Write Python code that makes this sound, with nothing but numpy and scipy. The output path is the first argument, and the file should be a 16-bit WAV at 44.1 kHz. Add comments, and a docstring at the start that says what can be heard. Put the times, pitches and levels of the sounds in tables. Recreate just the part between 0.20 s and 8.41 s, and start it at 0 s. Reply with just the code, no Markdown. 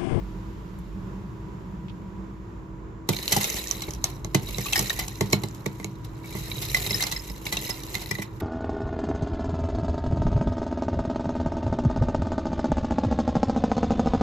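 """Ice shaken into a glass mug

Ice chips are shaken out of a steel flask into a glass mug that a hand holds, on a wooden table.
Blows and pings are sums of decaying modes; cracks, sliding ice and fan are shaped noise; tiny chips tick by chance.
A motor adds wavering sine lines, and a short diffuse reverberation follows the blows."""
import sys
import numpy as np
from scipy import signal
from scipy.fft import rfft, irfft, next_fast_len
from scipy.io import wavfile
from scipy.ndimage import uniform_filter1d, map_coordinates

SR = 44100
rng = np.random.default_rng(int(sys.argv[2]) if len(sys.argv) > 2 else 0)


def int16_out(signal):
    """Quantize to a 16-bit WAV file."""
    q = np.round(np.clip(np.atleast_2d(signal).T, -1, 1) * 32767)
    wavfile.write(sys.argv[1], SR, q.astype(np.int16))


N = 362061
TOP_HZ = 16100  # upper band limit
TAIL_DB, TAIL_T60_S = -12, 0.35  # what rings on in the glass once the loose ice has damped it

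# loose chips on the move: [t/s, rattle reference level/dB]
RATTLE_LEVEL = [(2.87, -63), (2.92, -40.5), (3.03, -40.5), (3.14, -31.5), (3.36, -35.5), (3.47, -40),
                (3.69, -46.5), (3.8, -59.5), (3.91, -45.5), (4.02, -62.5), (4.13, -59), (4.24, -44),
                (4.4, -40), (4.57, -35), (4.79, -39), (4.95, -49), (5.2, -50), (5.3, -54.5), (5.44, -57.5),
                (5.65, -55.5), (5.78, -67), (6.03, -59), (6.05, -51.5), (6.11, -44.5), (6.3, -43),
                (6.44, -38), (6.77, -34.5), (6.9, -41.5), (7.2, -49.5), (7.33, -41.5), (7.45, -36),
                (7.62, -48), (7.76, -41), (7.98, -48.5), (8.09, -61)]
# modes of the steel flask: [f/Hz, relative level/dB, nominal t60/s]
FLASK_MODES = [(2770, -8.5, 0.038), (3866, 1.5, 0.033), (4096, 0, 0.027)]
# modes of the mug's rim: [f/Hz, relative level/dB, nominal t60/s]
RIM_MODES = [(2000, -1.5, 0.099), (1838, -5, 0.1), (2240, -4.5, 0.11)]
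# high mode of the mug's wall: [f/Hz, relative level/dB, nominal t60/s]
GLASS_MODES = [(5100, 0.7, 0.1)]
# modes of the ice chips: [f/Hz, relative level/dB, nominal t60/s]
ICE_MODES = [(6040, 7.5, 0.026), (6340, 9.5, 0.014), (6770, -2.5, 0.072), (7730, -4.5, 0.065)]


def amp(db):
    """Decibel law: amplitude gain of a level in dB."""
    return 10 ** (np.asarray(db) / 20)


def unit(x):
    """Normalisation: x at rms 1."""
    return x / np.sqrt(np.mean(x ** 2) + 1e-20)


def along(points, hz):
    """Interpolation of (f/Hz, value) points on a logarithmic frequency axis."""
    f, v = np.transpose(points)
    return np.interp(np.log(hz + 1), np.log(f + 1), v)


def curves(rows):
    """Linear interpolation in time: one value per sample for each column after t/s."""
    s, *cols = np.transpose(rows)
    return [np.interp(np.arange(N) / SR, s, c) for c in cols]


def wobble(rate):
    """Slow random modulation: a smooth curve through `rate` random knots a second."""
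    knots = rng.standard_normal(int(N * rate / SR) + 4)
    return map_coordinates(knots, [np.arange(N) * rate / SR])


def filtered(x, response):
    """Linear filtering: the spectrum of x times a complex response of frequency."""
    m = next_fast_len(N + SR // 8)
    return irfft(rfft(x, m) * response(np.fft.rfftfreq(m, 1 / SR)), m)[..., :N]


def coloured(x, spectrum):
    """Spectral shaping: x filtered by (f/Hz, level/dB) points, at rms 1."""
    return unit(filtered(x, lambda hz: amp(along(spectrum, hz))))


def ring(modes, t, spread_db, life=1, scatter=0.034, rise=0.23):
    """Modal superposition: one blow excites decaying sines at random strength, pitch and phase, twice over."""
    hz, db, t60 = np.transpose(modes)[:, :, None]
    draw = rng.random((4, len(modes), 1))
    level_db = db + spread_db * (draw[0] - .5) * 2
    size = amp(level_db - 60 * t / (life * t60)) * (1 - np.exp(-t * hz / rise))  # rise in cycles
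    pitch = hz * (1 + scatter * (draw[1] - .5))
    return np.array([np.sum(size * np.sin(2 * np.pi * (pitch * t + start)), axis=0) for start in draw[2:]])


def room(x):
    """Diffuse reverberation: convolution with noise whose every frequency decays at its own rate."""
    # decay of the room: [f/Hz, t60/s]
    room_t60 = [(150, 0.42), (2000, 0.22), (12000, 0.0092)]
    hz, t, z = signal.stft(rng.standard_normal((2, SR // 4)), SR, nperseg=256)
    decay = amp(-60 * t / along(room_t60, hz)[:, None])
    tail = signal.istft(z * decay, SR, nperseg=256)[1]
    return signal.oaconvolve(x, tail / np.linalg.norm(tail[0]), axes=1)[:, :N]


def ports(pair):
    """Interchannel coherence: two unrelated versions are mixed to a set likeness, balance and treble lag."""
    # coherence of the channels: [f/Hz, left-right likeness]
    likeness = [(40, 1), (130, 0.93), (290, 0.82), (640, 0.32), (1400, 0.016), (3200, 0.15), (5000, 0.46),
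                (6400, 0.15), (8400, 1), (16000, 0.96)]
    # balance of the channels: [f/Hz, left minus right/dB]
    balance = [(30, -16.5), (60, 2.5), (300, -3.5), (900, -2.5), (3000, -3), (5500, -2.5), (7400, 3.5),
               (8500, -0.5)]
    lag_from_hz = 6150

    def turn(hz):
        return np.arccos(np.clip(along(likeness, hz), 0, 1)) / 2

    def tilt(hz):
        lead = 1j * np.pi * np.maximum(hz / lag_from_hz - 1, 0)  # the right treble comes a little late
        return amp(along(balance, hz) / 2) * np.exp(lead)

    mid, side = filtered(pair, lambda hz: np.array([np.cos(turn(hz)), np.sin(turn(hz))]))
    return filtered(np.array([mid + side, mid - side]), lambda hz: np.array([tilt(hz), 1 / tilt(hz)]))


def hum():
    """Broadband and tonal noise: a fan as five bands of noise, a motor as lines wavering in phase and strength."""
    # levels of the low fan noise: [t/s, deep band level/dB, drone level before its wobble/dB]
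    low_levels = [(0, -37.5, -45), (1.25, -44, -42), (2.2, -44, -44.5), (3.3, -43.5, -48.5),
                  (4.0, -39.5, -39), (5.6, -49.5, -41.5), (6.6, -40.5, -36.5), (7.1, -42.5, -47),
                  (8.21, -48, -40.5)]
    # level of the narrow moan: [t/s, level/dB]
    moan_level = [(0, -46), (.8, -40.5), (1.25, -44.5), (1.7, -37.5), (2.2, -48), (8.21, -57.5)]
    # level of the faint high hiss: [t/s, level/dB]
    treble_level = [(0, -60), (1.0, -63.5), (2.3, -68.5), (2.85, -74), (5.8, -65.5), (8.21, -72)]
    # spectra of the five bands: [f/Hz, relative level/dB]
    deep_band = [(15, -48), (33, -28), (46, 9), (54, 6), (64, 5.5), (85, -35.5), (120, -51.5), (300, -120)]
    drone_band = [(50, -48), (80, -1), (108, 8), (145, 4.5), (200, -20.5), (260, -20), (400, -84)]
    moan_band = [(110, -54), (150, -14), (178, 6), (195, 10.5), (210, -1), (250, -40.5), (400, -120)]
    hiss_band = [(150, -26), (260, -4.5), (380, -1), (470, -9.5), (750, -18), (980, -8), (1200, -15),
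                 (2300, -29), (4500, -48), (7500, -38.5), (8600, -99), (13000, -101), (16000, -67)]
    treble_band = [(1500, 3), (3500, 3), (7500, -6), (13500, -7), (14600, -46)]
    # motor lines: [f/Hz, relative level/dB]
    motor_lines = [(54, -49), (323, -48), (969, -58.5)]
    t = np.arange(N) / SR
    deep_db, drone_db = curves(low_levels)
    moan_db, = curves(moan_level)
    treble_db, = curves(treble_level)
    white = rng.standard_normal((2, N))
    air = amp(deep_db) * coloured(white, deep_band)
    air += amp(drone_db + 0.55 * wobble(3.9)) * coloured(white, drone_band)
    air += amp(moan_db) * coloured(white, moan_band)
    air += amp(-47 + 1.3 * wobble(7.8)) * coloured(white, hiss_band)
    air += amp(treble_db) * coloured(white, treble_band)
    lines = np.zeros(N)
    for hz, db in motor_lines:
        lines += amp(db + 2.0 + 1.54 * wobble(7.4)) * np.sin(2 * np.pi * hz * t + 0.5 * wobble(9))
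    return air + lines * np.array([[1], [.4]])


def touches():
    """Impulsive contact: a hand touches something, heard as faint decaying bursts of band-limited noise."""
    # touches: [t/s, relative level/dB, f/Hz]
    hand_touches = [(.587, -53, 11200), (1.683, -43, 3280), (1.697, -42, 3500)]
    out, t = np.zeros((2, N)), np.arange(SR // 30) / SR
    for s, db, hz in hand_touches:
        band = signal.butter(2, [hz / 1.5, min(hz * 1.14, TOP_HZ)], "bandpass", fs=SR)
        noise = rng.standard_normal((2, len(t))) * rng.standard_normal(len(t))
        burst = amp(db + 6.5 - 60 * t / 0.053) * signal.lfilter(*band, noise)
        out[:, round(s * SR):][:, :len(t)] += burst
    return out


def grains(rate, spread_db, bed):
    """Shot noise: short soft bursts of noise at random moments, `rate` a second, over an even bed."""
    sizes = amp(spread_db * np.clip(rng.standard_normal(N), -2, 1.5))
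    sparks = (rng.random(N) < rate / SR) * sizes
    t = np.arange(SR // 30) / SR
    burst = (1 - np.exp(-t / 0.00027)) * amp(-60 * t / 0.015)
    envelope = unit(bed + unit(signal.oaconvolve(sparks, burst)[:N]))
    return envelope * rng.standard_normal((2, N))


def sing(x):
    """Resonance: sliding ice keeps the modes of rim, flask and glass sounding; wet contact widens them."""
    widening = 1.7

    def peak(f, hz, width):
        return 1j * f * width / (hz * hz - f * f + 1j * f * width)

    def response(f):
        total = 0
        for hz, db, t60 in RIM_MODES + FLASK_MODES + GLASS_MODES:
            width_hz = widening * np.log(1000) / (np.pi * t60)
            total = total + amp(db) * peak(f, hz, width_hz)
        return total

    return unit(filtered(x, response))


def ticks(count):
    """Random impacts: tiny chips tick by chance, each near one mode of flask, rim or ice, with its own size and life."""
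    hz, db, t60 = np.transpose(2 * FLASK_MODES + RIM_MODES + ICE_MODES)  # the flask is struck twice as often
    draw, t = rng.random((count, 7)), np.arange(SR // 120) / SR
    start = round(RATTLE_LEVEL[0][0] * SR)
    pick = (draw[:, 0] * len(hz)).astype(int)
    at = start + (draw[:, 1] * (N - start)).astype(int)
    pitch = hz[pick] * (1 + 0.11 * (draw[:, 2] - .5))
    size_db = db[pick] - 2.2 * np.log(draw[:, 3]) + 3.5 * wobble(25)[at]  # loud ticks come in clumps
    life = t60[pick] * (.2 + .3 * draw[:, 4])
    size = amp(size_db[:, None] - 60 * t / life[:, None]) * (1 - np.exp(-t / 0.00066))
    where = (at[:, None] + np.arange(len(t))).ravel()
    sides = []
    for k in (5, 6):  # a random phase for each side
        wave = size * np.sin(2 * np.pi * (pitch[:, None] * t + draw[:, [k]]))
        sides.append(np.bincount(where, wave.ravel(), N + len(t))[:N])
    return unit(np.array(sides))


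def rattle():
    """Granular friction: chance ticks over the grainy hiss, fizz and rumble of wet ice that slides."""
    # spectrum of sliding ice: [f/Hz, relative level/dB]
    slide_band = [(1000, -34), (1600, -38), (2100, 2.5), (3100, 1), (3900, -11.5), (4700, -4.5), (6300, 0),
                  (8000, 0.5), (10500, -77)]
    fizz_band = [(7000, -86), (8800, 2.0), (13000, 1.5), (14500, 0.0), (15500, -32.5)]
    rumble_band = [(200, -13), (400, 5.5), (900, -10.5), (1500, -14), (2200, -69)]
    level_db, = curves(RATTLE_LEVEL)
    livelier_db = level_db + 40  # above a lively rattle at -40 dB
    fizz_db, rumble_db = -43.5 + 1.13 * livelier_db, -49.5 + 0.96 * livelier_db
    moving = np.arange(N) > RATTLE_LEVEL[0][0] * SR
    grain = grains(350, spread_db=6.5, bed=0.6)
    fizz_grain = grain + 0.52 * grains(150, spread_db=4.0, bed=0.12)
    mix = amp(-7.5) * ticks(count=2500) + amp(-4.5) * coloured(grain, slide_band)
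    mix += amp(-5) * sing(grains(240, spread_db=6.5, bed=0.28))
    out = amp(level_db) * mix
    out += amp(fizz_db) * coloured(fizz_grain, fizz_band)
    out += amp(rumble_db) * coloured(grain, rumble_band)
    return moving * out


def pings():
    """Single-mode resonance: a chip catches a wall and one high mode sings until loose ice damps it."""
    # pings: [t/s, relative level/dB, nominal f/Hz]
    ping_events = [(3.39, -29.5, 3950), (3.55, -32, 3930), (3.635, -29, 3870), (4.27, -32.5, 3870),
                   (4.5344, -24, 3230), (4.558, -17.5, 5210), (4.577, -25, 5200), (4.5925, -22, 6160),
                   (4.696, -18, 3760), (6.316, -30, 3900), (6.3553, -32, 3880), (6.3802, -32, 3900),
                   (6.546, -24, 5380), (6.549, -31, 4110), (6.665, -29, 3750), (6.707, -21.5, 5140),
                   (6.7287, -25, 3870), (6.7425, -16, 5190), (7.468, -34, 5200), (6.756, -28, 3820),
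                   (6.76, -33, 5700), (6.814, -25.5, 3780), (6.83, -29, 6020), (6.836, -22, 5210),
                   (6.8658, -29, 4100), (6.925, -26, 4050), (6.9629, -25, 5200), (6.965, -31, 4060),
                   (6.995, -33.5, 5200), (7.0987, -35, 5200), (7.37, -23, 3750), (7.505, -22, 5200),
                   (7.9093, -24.5, 5180)]
    rise_s, lasts_s = 0.0013, 0.0098
    out, t = np.zeros((2, N)), np.arange(SR // 14) / SR
    damped = np.exp(-(t / lasts_s) ** 2) + amp(TAIL_DB - 60 * t / TAIL_T60_S)
    swell = (1 - np.exp(-t / rise_s)) * damped
    for s, db, hz in ping_events:
        roughness = 1 + 2.2 * uniform_filter1d(rng.standard_normal(len(t)), size=40)
        note = ring([(hz, 0, GLASS_MODES[0][2])], t, spread_db=2.0, scatter=0.012)
        out[:, round(s * SR):][:, :len(t)] += amp(db) * swell * roughness * note
    return out


def knocks():
    """Impact excitation: each blow cracks, rings flask, glass and ice, and pushes the table; the room answers."""
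    # blows: [t/s, table thump/dB, mug ring/dB, mug ring f/Hz, flask/dB, ice/dB, nominal contact/ms]
    # (levels are relative)
    blows = [(2.8898, -17.5, -28, 2046, -14, -12, 2.16), (2.933, -38, -30, 2310, -25.5, -44, 1.2),
             (2.9655, -63, -49.5, 2120, -21, -34, 1.5), (2.9876, -35, -40, 2040, -23.5, -39, 0.99),
             (3.0277, -59, -51.5, 2180, -24.5, -50, 2.1), (3.0791, -38, -51, 2100, -15, -20.5, 0.74),
             (3.1212, -26.5, -25, 2006, -12.5, -11, 3.8), (3.1325, -60, -42, 2050, -29, -22, 1.7),
             (3.164, -22, -21, 785, -57, -11, 2.8), (3.2103, -60, -31, 2070, -19.5, -23.5, 3.9),
             (3.2306, -60, -50, 2120, -35, -15, 1.4), (3.243, -62, -32, 2150, -16, -11, 1),
             (3.3427, -33, -55, 2280, -48, -17.5, 0.64), (3.366, -57, -43, 1880, -40, -26.5, 6.9),
             (3.6066, -60, -50, 2150, -27.5, -40, 1.2), (3.6196, -60, -40, 2190, -24.5, -23, 2.7),
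             (3.6823, -30, -37, 2220, -60, -45, 0.59), (3.842, -37, -34, 2200, -22.5, -6.5, 0.9),
             (4.0465, -28.5, -39.5, 2080, -29, -24.5, 0.84), (4.1468, -15.5, -22, 2060, -11, -11, 2.05),
             (4.287, -34, -41, 2240, -27.5, -47, 2.7), (4.346, -42, -53, 2160, -21, -56, 0.45),
             (4.383, -25.5, -33, 2100, -30.5, -19.5, 1.2), (4.4576, -60, -32.5, 1155, -34, -57, 3.5),
             (4.4627, -57.5, -31, 2590, -27.5, -60, 3), (4.484, -60, -33.5, 2720, -31, -54, 1.5),
             (4.5248, -62, -40, 2130, -18, -30, 3.4), (4.533, -47, -15, 2650, -14, -10.5, 0.47),
             (4.557, -55, -18.5, 1890, -16.5, -17.5, 4.1), (4.577, -29, -31, 2240, -32, -18, 2.9),
             (4.5926, -24, -38, 1870, -20, -5, 0.92), (4.697, -55, -47, 1860, -16.5, -19, 1.2),
             (4.703, -60, -23.5, 1860, -25, -19.5, 1.4), (4.7903, -35, -24.5, 2013, -38, -18, 4.3),
             (5.0092, -17, -27.5, 2080, -17.5, -11.5, 1.1), (5.0595, -60, -52, 2100, -36, -37, 2.2),
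             (5.11, -49, -56, 2240, -47, -32, 1.7), (5.125, -31, -45, 2200, -35, -18, 3.2),
             (5.1307, -16, -21, 2204, -12, -11.5, 1), (5.2356, -26, -33.5, 2070, -23.5, -22, 1.7),
             (5.46, -23, -32, 2050, -28, -25, 2.3), (5.599, -33, -44, 2070, -38, -37.5, 2.1),
             (5.6286, -60, -41, 2000, -48, -45, 1.4), (5.6446, -31.5, -33, 2230, -29, -23, 0.94),
             (5.845, -57, -64, 1770, -38.5, -45, 4.6), (6.042, -53.5, -41, 2240, -54, -53, 6.4),
             (6.149, -29.5, -39, 2055, -43.5, -60, 26), (6.2816, -40, -55.5, 2100, -42, -40, 5.9),
             (6.316, -45, -38, 2270, -21, -52, 0.57), (6.4178, -51, -43, 2150, -29, -30.5, 8),
             (6.451, -62, -43, 2130, -25.5, -43, 2.6), (6.5459, -39, -17, 2020, -21, -16, 2.5),
             (6.567, -60, -44, 2260, -21, -29, 3.6), (6.6473, -60, -33.5, 2110, -34, -40, 1.3),
             (6.6636, -33, -35, 2070, -20.5, -46, 1.9), (6.707, -29.5, -24.5, 2060, -21.5, -23.5, 1.3),
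             (6.7429, -30.5, -30.5, 1874, -33, -27.5, 5.3), (6.8055, -57, -28, 2090, -21.5, -38, 4.5),
             (6.824, -60, -32, 2040, -15, -19.5, 2.2), (6.837, -36, -29, 2060, -36, -21, 1.3),
             (6.8665, -56, -38, 2100, -25, -21.5, 3.5), (6.9142, -60, -38, 2100, -23.5, -22, 2.4),
             (6.9231, -35.5, -31, 2000, -21.5, -20, 2.7), (6.962, -48, -28, 2030, -34.5, -40, 2),
             (7.099, -37, -45, 2000, -41, -51, 1.1), (7.2537, -41, -42, 2900, -47, -29, 3.2),
             (7.2661, -38, -31, 2230, -23, -36, 2.7), (7.324, -32, -25.5, 1990, -19.5, -30, 5.3),
             (7.369, -32, -28.5, 2730, -17, -22.5, 1.1), (7.455, -42, -47, 2750, -32, -43, 1.4),
             (7.4916, -33, -30, 1990, -43, -25.5, 6.8), (7.6033, -63, -61, 2100, -38, -31.5, 1.8),
             (7.634, -57, -61, 2100, -31, -30, 2.2), (7.6744, -60, -59, 2100, -36, -43, 0.8),
             (7.742, -60, -38.5, 2060, -27, -26.5, 3.4), (7.752, -34.5, -28, 2090, -18, -28, 1.1),
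             (7.8158, -47, -40, 2120, -30, -45, 5), (7.86, -58, -43, 1970, -28, -53, 0.89),
             (7.9105, -28, -21.5, 1990, -35, -20.5, 2.4), (7.952, -55, -30, 1970, -29, -44, 1.6),
             (7.985, -29, -36, 2020, -31, -53, 1.8), (7.996, -60, -36, 1990, -32, -50, 1.5),
             (8.02, -55, -32.5, 1990, -40, -28.5, 4.4), (8.201, -43, -34, 2000, -36, -43, 4.5)]
    # clicks of ice on ice alone: [t/s, relative ice level/dB, nominal contact/ms]
    ice_clicks = [(3.301, -14.5, 0.23), (3.473, -20, 0.4), (3.483, -28, 0.4), (3.491, -26, 0.6),
                  (3.5116, -9.5, 0.7), (3.69, -28, 0.6), (3.7074, -23, 1), (3.7359, -25, 1),
                  (3.749, -31, 0.5), (4.676, -29, 1.3), (4.881, -19, 1.14), (4.956, -36, 0.7),
                  (5.102, -32, 1), (5.286, -33, 0.7), (5.3108, -38, 0.67), (5.3474, -33, 1.5),
                  (6.7985, -23, 0.6), (7.047, -32, 0.7)]
    # modes of the wooden table: [f/Hz, relative level/dB, t60/s]
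    table_modes = [(106.2, -3, 0.16), (145.4, 0.5, 0.13), (194.7, -1.5, 0.17), (264, -5.5, 0.052),
                   (323, -3.5, 0.062), (389.5, 2, 0.041), (458, -9.5, 0.081), (610, -7, 0.041),
                   (726, -13.5, 0.031), (885, -14.5, 0.095), (1082, -7, 0.027)]
    # spectrum of a crack: [f/Hz, relative level/dB]
    crack_band = [(300, -15), (900, 8), (1500, -1.5), (2500, 2.5), (4000, 5.5), (7500, 4), (9000, 6.5),
                  (13000, 3.5), (16000, -6.5)]
    silent_db, faintest_thump_db = -90, -52  # a part left alone; lighter blows do not move the table
    t, long = np.arange(SR // 22) / SR, np.arange(SR // 7) / SR
    lead = amp(1.5 - 60 * t[::-1] / 0.0071)  # a few milliseconds of noise swell up before each blow
    clicks = [(s, silent_db, silent_db, RIM_MODES[0][0], silent_db, db, ms) for s, db, ms in ice_clicks]
    body, clatter, cracks, thuds = np.zeros((4, 2, N + SR))
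    for s, thump_db, low_db, low_hz, flask_db, ice_db, ms in blows + clicks:
        at = round(s * SR)
        here, thump_here = slice(at, at + len(t)), slice(at, at + len(long))
        crack_db = max(flask_db, ice_db) - 16 + 3 * np.log2(ms)  # 3 dB for each doubling of the contact
        onset = 1 - np.exp(-t / (0.00023 * ms))  # a long crumbling contact starts softly and lasts
        damped = np.exp(-(t / (0.0081 * ms ** 0.5)) ** 3) + amp(TAIL_DB - 60 * t / TAIL_T60_S)
        swell = (1 - np.exp(-t / (0.000052 * ms))) * damped  # the glass builds up, then loose ice damps it
        mug_modes = [(low_hz, 0, .12), (low_hz * 1.2, -14, .05)]
        glass = amp(low_db + 1.5) * ring(mug_modes, t, spread_db=3.0, scatter=0.012)
        chips = amp(flask_db - 2.0) * ring(FLASK_MODES, t, spread_db=1.7, life=0.36, scatter=0.09)
        chips += amp(ice_db - 7.5) * ring(ICE_MODES, t, spread_db=5, life=0.21, scatter=0.054)
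        if thump_db > faintest_thump_db:
            thump = ring(table_modes, long, spread_db=2.0, scatter=0.12, rise=1.21)
            body[:, thump_here] += amp(thump_db + 2.0) * thump
            # the dull noise of a thump between the table's modes
            thuds[:, thump_here] += amp(thump_db - 5 - 60 * long / 0.05) * (1 - np.exp(-long / 0.0033))
        # a contact is a volley of strikes, 900 a second at random, fading over a time that grows with ms
        lasting = np.exp(-(t / (0.0023 * ms)) ** 2)
        strikes = rng.standard_normal(len(t)) * (rng.random(len(t)) < 900 / SR)
        volley = (lasting * strikes + (t == 0))[:SR // 40]
        struck = signal.fftconvolve([chips, glass], volley[None, None], axes=2)[..., :len(t)]
        # the volley spreads each ring in time but keeps its energy
        chips = struck[0] * np.linalg.norm(chips) / np.linalg.norm(struck[0])
        glass = struck[1] * np.linalg.norm(glass) / np.linalg.norm(struck[1])
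        body[:, here] += swell * glass
        clatter[:, here] += onset * chips
        cracks[:, here] += onset * amp(crack_db + 2.0) * (lasting + amp(-12.0 - 60 * t / 0.14))
        cracks[:, at - len(t):at] += amp(crack_db) * lead
    cracks = cracks[:, :N] * coloured(rng.standard_normal((2, N)), crack_band)
    thud_filter = signal.butter(2, (250, 800), "bandpass", fs=SR)
    body += thuds * unit(signal.lfilter(*thud_filter, rng.standard_normal(thuds.shape)))
    body, clatter = body[:, :N], clatter[:, :N]
    return body + clatter + cracks + room(amp(-4.0) * cracks + amp(-13) * clatter + amp(-18) * body)


def scene():
    """Superposition: hum, touches, rattle, pings and knocks add before the stereo image is set."""
    return ports(hum() + touches() + rattle() + pings() + knocks())


def record(dry):
    """Band limitation: nothing passes at or above the upper limit."""
    return filtered(dry, lambda hz: hz < TOP_HZ)


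dry = scene()
out = record(dry)
int16_out(out)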